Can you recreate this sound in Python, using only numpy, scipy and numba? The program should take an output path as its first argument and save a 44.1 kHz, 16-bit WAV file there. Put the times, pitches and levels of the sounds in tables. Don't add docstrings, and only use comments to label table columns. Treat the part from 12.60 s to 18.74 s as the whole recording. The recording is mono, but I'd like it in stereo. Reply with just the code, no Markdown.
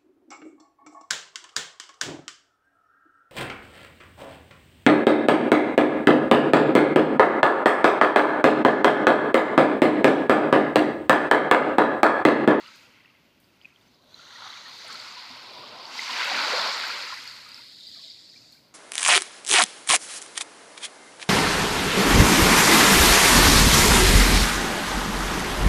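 import sys
import numpy as np
from scipy import signal
from scipy.fft import rfft, irfft
from scipy.io import wavfile
from scipy.ndimage import map_coordinates
from numba import njit

SR = 44100
rng = np.random.default_rng(int(sys.argv[2]) if len(sys.argv) > 2 else 0)


def level_to_linear(level):
    exponent = np.asarray(level, float) / 20
    return 10 ** exponent


def persist_wave(psi):
    counts = np.round(np.clip(psi, -1, 1) * 32767).astype(np.int16)
    wavfile.write(sys.argv[1], SR, np.atleast_2d(counts).T)


N = 270774

# time_s, fizz_db, sizzle_above_fizz_db
FOAM_CURVE = [(0.0, -52.5, -12.5), (0.15, -57, -7), (0.44, -69, -13), (0.72, -77.5, -14), (1.02, -72.5, -6),
              (1.45, -67.5, -13), (1.58, -53.5, -8.5), (1.88, -46, -12.5), (2.0, -47.5, -12.5),
              (2.37, -44, -12), (2.77, -46.5, -17), (3.22, -46, -21), (3.3, -46, -11.5), (3.37, -38.5, -11),
              (3.66, -33.5, -12.5), (3.93, -29.5, -15), (4.27, -35, -14), (4.67, -45, -11),
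              (4.82, -48.5, -11.5), (5.16, -49.5, -14.5), (5.42, -44.5, -16.5), (5.72, -52.5, -14.5),
              (5.93, -57.5, -9), (6.14, -70, -14)]


def rms_one(x):
    return x / np.sqrt(np.mean(x ** 2) + 1e-20)


def columns(rows, s):
    t, *rest = np.transpose(rows)
    return [np.interp(s, t, c) for c in rest]


def drift(rate_hz, s):
    control_hz, count, settle = 1000, 7000, 2000
    r = np.exp(-2 * np.pi * rate_hz / control_hz)
    noise = rng.standard_normal(count + settle)
    slow = signal.lfilter([1], [1, -2 * r, r * r], noise)[settle:]
    return np.interp(s * control_hz, np.arange(count), rms_one(slow))


def coloured(spectrum):
    hz, db = np.transpose(spectrum)
    grid_hz = np.maximum(np.fft.rfftfreq(N, 1 / SR), 1)
    gain = level_to_linear(np.interp(np.log(grid_hz), np.log(hz), db))
    return rms_one(irfft(rfft(rng.standard_normal(N)) * gain, N))


@njit
def ringing(size, rate, start, height, hz, length, rise):
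    out = np.zeros(size)
    for k in range(len(start)):
        first = int(start[k] * rate)
        peak = length[k] * rate / 4
        phase = 0.0
        step = 2 * np.pi * hz[k] / rate
        for i in range(max(0, min(int(7 * peak), size - first))):
            u = i / peak
            phase += step * (1 + rise * (u - 1))
            out[first + i] += height[k] * u * np.exp(1 - u) * np.sin(phase)
    return out


def swarm(level_db, pitch_hz, octaves, cycles, uneven_db, clump_db, count):
    when, tone, big, ring = rng.random((4, count))
    s = when * N / SR
    clumps = drift(12.0, s)
    hz = pitch_hz(s) * 2 ** (octaves * (tone + rng.random(count) - 1))
    length_s = cycles * (.5 + ring) / hz
    height = level_to_linear(-uneven_db * np.log(big + 0.0067) + clump_db * clumps)
    height = height / np.sqrt(length_s)
    power = np.mean(height ** 2 * length_s) * .231 * count * SR / N
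    height = height * level_to_linear(level_db(s)) / np.sqrt(power)
    return ringing(N, SR, s, height, hz, length_s, 0.0061)


def clicks(rows, low_hz, tail_s, tail_db):
    s, db = np.transpose(rows)
    hits = np.full(N, 1e-18)
    hits[(s * SR).astype(int)] = level_to_linear(db + 4.5)
    envelope = signal.lfilter([level_to_linear(tail_db)], [1, -np.exp(-1 / (tail_s * SR))], hits)
    tail = envelope * rng.standard_normal(N)
    return signal.sosfilt(signal.butter(4, low_hz, "high", fs=SR, output="sos"), hits + tail)


def murmur():
    # frequency_hz, relative_db_per_hz
    spectrum = [(120, -7), (250, -1), (350, -3), (600, -7), (1200, -15), (2400, -9.5), (4500, -21.5),
                (6500, -26.5), (9000, -37), (12000, -30), (14000, -31), (15600, -30)]
    s = np.arange(N) / SR
    return coloured(spectrum) * level_to_linear(-61 + 1.2 * drift(15.0, s))


def wind():
    # frequency_hz, relative_db_per_hz
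    spectrum = [(20, -24), (38, -30), (60, -9), (105, 12), (150, 10.5), (250, -20.5)]
    # peak_time_s, level_db
    gusts = [(1.85, -79), (2.33, -74), (2.72, -71), (2.99, -63.5), (4.74, -75), (5.81, -68)]
    rise_s, fall_s, breeze_db = 0.037, 0.087, -72.5
    s = np.arange(N) / SR
    puffs = np.zeros(N)
    for at_s, level_db in gusts:
        puffs += level_to_linear(level_db) * np.exp(np.minimum((s - at_s) / rise_s, (at_s - s) / fall_s))
    return coloured(spectrum) * (level_to_linear(breeze_db + 1.5 * drift(3.2, s)) + puffs)


def device_ticks():
    # start_s, level_db
    tick_rows = [(0.16, -39.5), (0.802, -42), (1.4431, -49), (2.0847, -40), (2.7244, -58), (5.2814, -43),
                 (5.9234, -38.5)]
    return clicks(tick_rows, low_hz=7600.0, tail_s=0.1, tail_db=-30.0)


def spray():
    # frequency_hz, relative_db_per_hz
    spectrum = [(6000, -34), (8000, 8), (9500, 2), (11500, 4), (14000, -2.5), (15600, -4.5)]
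    # time_s, level_db
    spray_swell = [(0.0, 1.5), (0.9, 6), (1.6, -3), (2.3, 0.1), (3.2, 0), (3.4, 0.5), (4.1, -1.5), (5.0, 5),
                   (5.5, -2.5), (6.14, -1)]
    below_fizz_db, per_sizzle_db = -15, 0.48
    s = np.arange(N) / SR
    fizz_db, sizzle_db = columns(FOAM_CURVE, s)
    level_db = fizz_db + below_fizz_db + per_sizzle_db * sizzle_db + columns(spray_swell, s)[0]
    return coloured(spectrum) * level_to_linear(level_db + 1.1 * drift(40.0, s))


def drop_snaps():
    # start_s, level_db
    snap_rows = [(1.8597, -55), (2.3301, -46), (2.343, -44), (2.3775, -50), (2.77, -50), (2.83, -49),
                 (3.285, -55), (3.3992, -37), (3.5144, -43), (3.6451, -32), (3.903, -42), (4.1944, -35),
                 (4.54, -41), (4.64, -41), (4.6758, -41), (4.697, -43), (4.8888, -42), (4.9781, -48)]
    return signal.lfilter([.5, .5], [1], clicks(snap_rows, low_hz=6500.0, tail_s=0.0021, tail_db=-7.0))


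def lone_bubbles():
    # start_s, peak_db, pitch_hz, length_ms
    plip_rows = [(0.037, -42, 1180, 16), (.074, -45, 1297, 26), (.078, -42.5, 4760, 5.1),
                 (.403, -44, 2070, 6), (0.4574, -42, 2650, 5.3), (0.5, -49, 2680, 6),
                 (.5501, -48, 2100, 8.2), (0.843, -54, 4670, 2.6), (1.0141, -43.5, 3100, 3.1),
                 (1.0235, -56, 4800, 4), (1.034, -57, 4930, 5), (1.0464, -35, 2520, 5.1),
                 (1.054, -29, 2510, 5.3), (1.1034, -48, 2300, 6), (1.1234, -51, 2500, 8),
                 (1.1603, -45, 3150, 3.7), (1.2106, -55, 3600, 6), (1.281, -59, 6100, 5),
                 (1.3443, -56, 5070, 5.6), (1.543, -35, 4050, 5.7), (1.593, -41, 1390, 12),
                 (1.756, -33.5, 1880, 10), (1.821, -38, 1330, 13), (1.853, -43.5, 765, 23),
                 (1.9021, -32.5, 3880, 7.8), (1.972, -34, 2350, 6.5), (2.055, -36, 1840, 23),
                 (2.245, -42.5, 660, 16), (2.297, -34, 1290, 18), (2.3553, -29, 4240, 3),
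                 (2.4, -31.5, 4500, 3.5), (2.564, -38, 978, 36), (2.7, -48.5, 252, 49), (2.9, -45, 370, 28),
                 (2.962, -37, 973, 18), (3.0, -42, 993, 35), (3.034, -33, 1134, 15), (3.12, -43.5, 608, 28),
                 (3.254, -30.5, 4540, 2.7), (3.352, -36, 890, 17), (3.392, -15, 2080, 4.9),
                 (3.495, -26, 1007, 12), (3.714, -23, 766, 20), (3.934, -20, 508, 17),
                 (3.511, -47.5, 273, 27), (4.08, -31.5, 563, 23), (4.2805, -40, 12000, 2.2),
                 (4.523, -27.5, 1056, 12), (4.6758, -28, 4730, 3.5), (4.86, -39.5, 1235, 20),
                 (4.9172, -36.5, 4750, 5.9), (4.9442, -30, 5070, 2.4), (5.204, -43, 3640, 20),
                 (5.2684, -37.5, 4660, 11), (5.3527, -46, 2330, 10), (5.368, -55.5, 677, 21),
                 (5.44, -56, 648, 33), (5.5014, -37, 4840, 5.1), (5.698, -41, 4970, 6),
                 (5.74, -50, 1870, 7), (5.7598, -42, 2350, 11), (5.817, -53, 2580, 9),
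                 (5.8444, -52, 2400, 8), (5.9239, -44.5, 4350, 13), (5.9758, -51, 2350, 10)]
    s, db, hz, ms = np.transpose(plip_rows)
    return ringing(N, SR, s, level_to_linear(db), hz, ms / 1000, 0.0032)


def foam():
    # time_s, pitch_hz
    fizz_pitch = [(0.0, 4030), (0.8, 4540), (1.5, 4090), (2.0, 4310), (2.35, 4360), (3.1, 3990),
                  (3.4, 4390), (4.2, 4285), (4.6, 4490), (5.2, 4010), (5.55, 4080), (5.8, 4530),
                  (6.14, 4450)]
    # time_s, pitch_hz
    sizzle_pitch = [(0.0, 6150), (1.6, 6100), (2.4, 6350), (3.1, 6150), (3.5, 6430), (4.6, 6370),
                    (5.3, 6630), (6.14, 6700)]

    def fizz_db(s):
        return columns(FOAM_CURVE, s)[0]

    def sizzle_db(s):
        return sum(columns(FOAM_CURVE, s))

    def landing_db(s):
        return np.minimum(fizz_db(s), -45.0)

    def spit_db(s):
        return np.minimum(sizzle_db(s), -56.0)

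    fizz = swarm(fizz_db, lambda s: columns(fizz_pitch, s)[0],
                 octaves=0.514, cycles=13.9, uneven_db=-0.6, clump_db=0.89, count=24000)
    sizzle = swarm(sizzle_db, lambda s: columns(sizzle_pitch, s)[0],
                   octaves=0.3, cycles=6.4, uneven_db=1.0, clump_db=1.05, count=24000)
    crackle = swarm(landing_db, lambda s: 4550.0,
                    octaves=0.13, cycles=6.7, uneven_db=-3.0, clump_db=0.8, count=1800)
    spits = swarm(spit_db, lambda s: 7600.0,
                  octaves=0.4, cycles=7.4, uneven_db=3.0, clump_db=7.0, count=400)
    return fizz + sizzle + level_to_linear(-10.5) * crackle + level_to_linear(-13.0) * spits


def surge():
    # time_s, large_bubbles_db, large_pitch_hz, air_pockets_db
    churn = [(0.0, -50, 1317, -59), (0.12, -55, 1354, -67.5), (0.31, -62.5, 1246, -66),
             (0.7, -73.5, 1270, -102), (1.2, -68.5, 1247, -80), (1.45, -68, 1100, -62.5),
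             (1.6, -59, 1287, -61), (1.85, -45.5, 1260, -55), (2.17, -53, 1244, -60),
             (2.28, -46, 1293, -51), (2.65, -47, 1164, -61), (2.92, -48, 1040, -50), (3.27, -45, 1089, -49),
             (3.44, -41, 1163, -52), (3.56, -30.5, 1263, -44.5), (3.71, -30.5, 1262, -38),
             (3.95, -28.5, 1235, -31), (4.09, -31.5, 1278, -38), (4.2, -33.5, 1287, -44),
             (4.36, -37, 1292, -45.5), (4.6, -48, 1290, -60), (4.98, -57, 1312, -64.5),
             (5.2, -79, 1300, -72), (6.14, -71, 1074, -65.5)]
    # time_s, level_db
    small_swell = [(0.0, -1.8), (0.5, 7.5), (0.97, 1), (1.07, 8.5), (1.25, -3), (1.45, -13), (1.6, -1.5),
                   (1.9, 0.1), (2.2, -0.5), (2.7, -1.5), (3.15, -5.5), (3.42, 0.5), (3.75, 2), (4.0, -3),
                   (4.5, 3), (5.0, 0), (5.4, -1.5), (6.14, -5.5)]

    def large_db(s):
        return columns(churn, s)[0]

    def large_hz(s):
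        return columns(churn, s)[1]

    def pocket_db(s):
        return columns(churn, s)[2]

    def pocket_hz(s):
        return 518.4 + 4.0 * (pocket_db(s) + 55)

    def thud_db(s):
        return np.maximum(-63.5 + 0.83 * (pocket_db(s) + 55), -72)

    def small_db(s):
        from_churn = 0.55 * (large_db(s) + 48)
        from_fizz = 0.52 * (columns(FOAM_CURVE, s)[0] + 48)
        return -44.5 + columns(small_swell, s)[0] + from_churn + from_fizz

    def sparse(level_db, top_db):
        return lambda s: np.minimum(level_db(s), top_db)

    thud = swarm(thud_db, lambda s: 285.0,
                 octaves=0.65, cycles=6.1, uneven_db=0.0, clump_db=3.0, count=1500)
    pockets = swarm(pocket_db, pocket_hz,
                    octaves=0.781, cycles=13.6, uneven_db=1.0, clump_db=0.9, count=3000)
    large = swarm(large_db, large_hz,
                  octaves=0.862, cycles=18.8, uneven_db=1.5, clump_db=1.0, count=12000)
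    gurgle = swarm(sparse(large_db, -38.0), large_hz,
                   octaves=0.267, cycles=24.0, uneven_db=3.0, clump_db=-1.0, count=900)
    small = swarm(small_db, lambda s: 2350.0,
                  octaves=0.58, cycles=9.8, uneven_db=-2.0, clump_db=0.06, count=20000)
    trickle = swarm(sparse(small_db, -51.5), lambda s: 2400.0,
                    octaves=0.358, cycles=17.0, uneven_db=3.0, clump_db=1.5, count=1400)
    plops = swarm(small_db, lambda s: 1900.0,
                  octaves=1.1, cycles=20.6, uneven_db=2.0, clump_db=5.5, count=500)
    crowds = thud + pockets + large + small
    return crowds + level_to_linear(-5.0) * gurgle + level_to_linear(-2.5) * trickle + level_to_linear(-9.5) * plops


def shore_echo(x):
    # time_s, first_notch_hz, strength (0-1)
    echo_path = [(0, 2730, 0.13), (1.3, 2650, 0), (1.45, 2550, 0.7), (1.9, 2530, 0.58), (2.4, 2820, 0.21),
                 (3.3, 3000, 0), (3.8, 2840, 0.32), (5.0, 2980, 0.35), (6.14, 2970, 0.44)]
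    dull_hz = 8200
    notch_hz, strength = columns(echo_path, np.arange(N) / SR)
    dull = signal.sosfiltfilt(signal.butter(2, dull_hz, fs=SR, output="sos"), x)
    late = map_coordinates(dull, [np.arange(N) - SR / notch_hz], order=3)
    return (x - strength * late) / np.sqrt(1 + strength ** 2)


def scene():
    background = murmur() + wind() + device_ticks()
    droplets = spray() + drop_snaps() + lone_bubbles()
    mono = background + droplets + shore_echo(foam() + surge())
    return np.array([mono, mono])


def band_limit(x):
    return signal.sosfilt(signal.butter(12, 15690, fs=SR, output="sos"), x)


def record(dry):
    # centre_hz, width_hz, gain_db
    case = [(423, 215, -6), (780, 146, -3), (1193, 207, -6), (1777, 300, -5.5), (2350, 830, -5),
            (4740, 480, 1.5), (5630, 340, -1.5)]
    cutoff_hz, bass_cut_hz = 15450, 62
    x = signal.sosfilt(signal.ellip(10, .5, 60, cutoff_hz, fs=SR, output="sos"), dry)
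    x = signal.sosfilt(signal.butter(2, bass_cut_hz, "high", fs=SR, output="sos"), x)
    for hz, width_hz, db in case:
        half = level_to_linear(db / 2)
        spread = np.pi * width_hz / SR
        turn = -2 * np.cos(2 * np.pi * hz / SR)
        zeros = [1 + spread * half, turn, 1 - spread * half]
        poles = [1 + spread / half, turn, 1 - spread / half]
        x = signal.lfilter(zeros, poles, x)
    return band_limit(x)


dry = scene()
out = record(dry)
persist_wave(out)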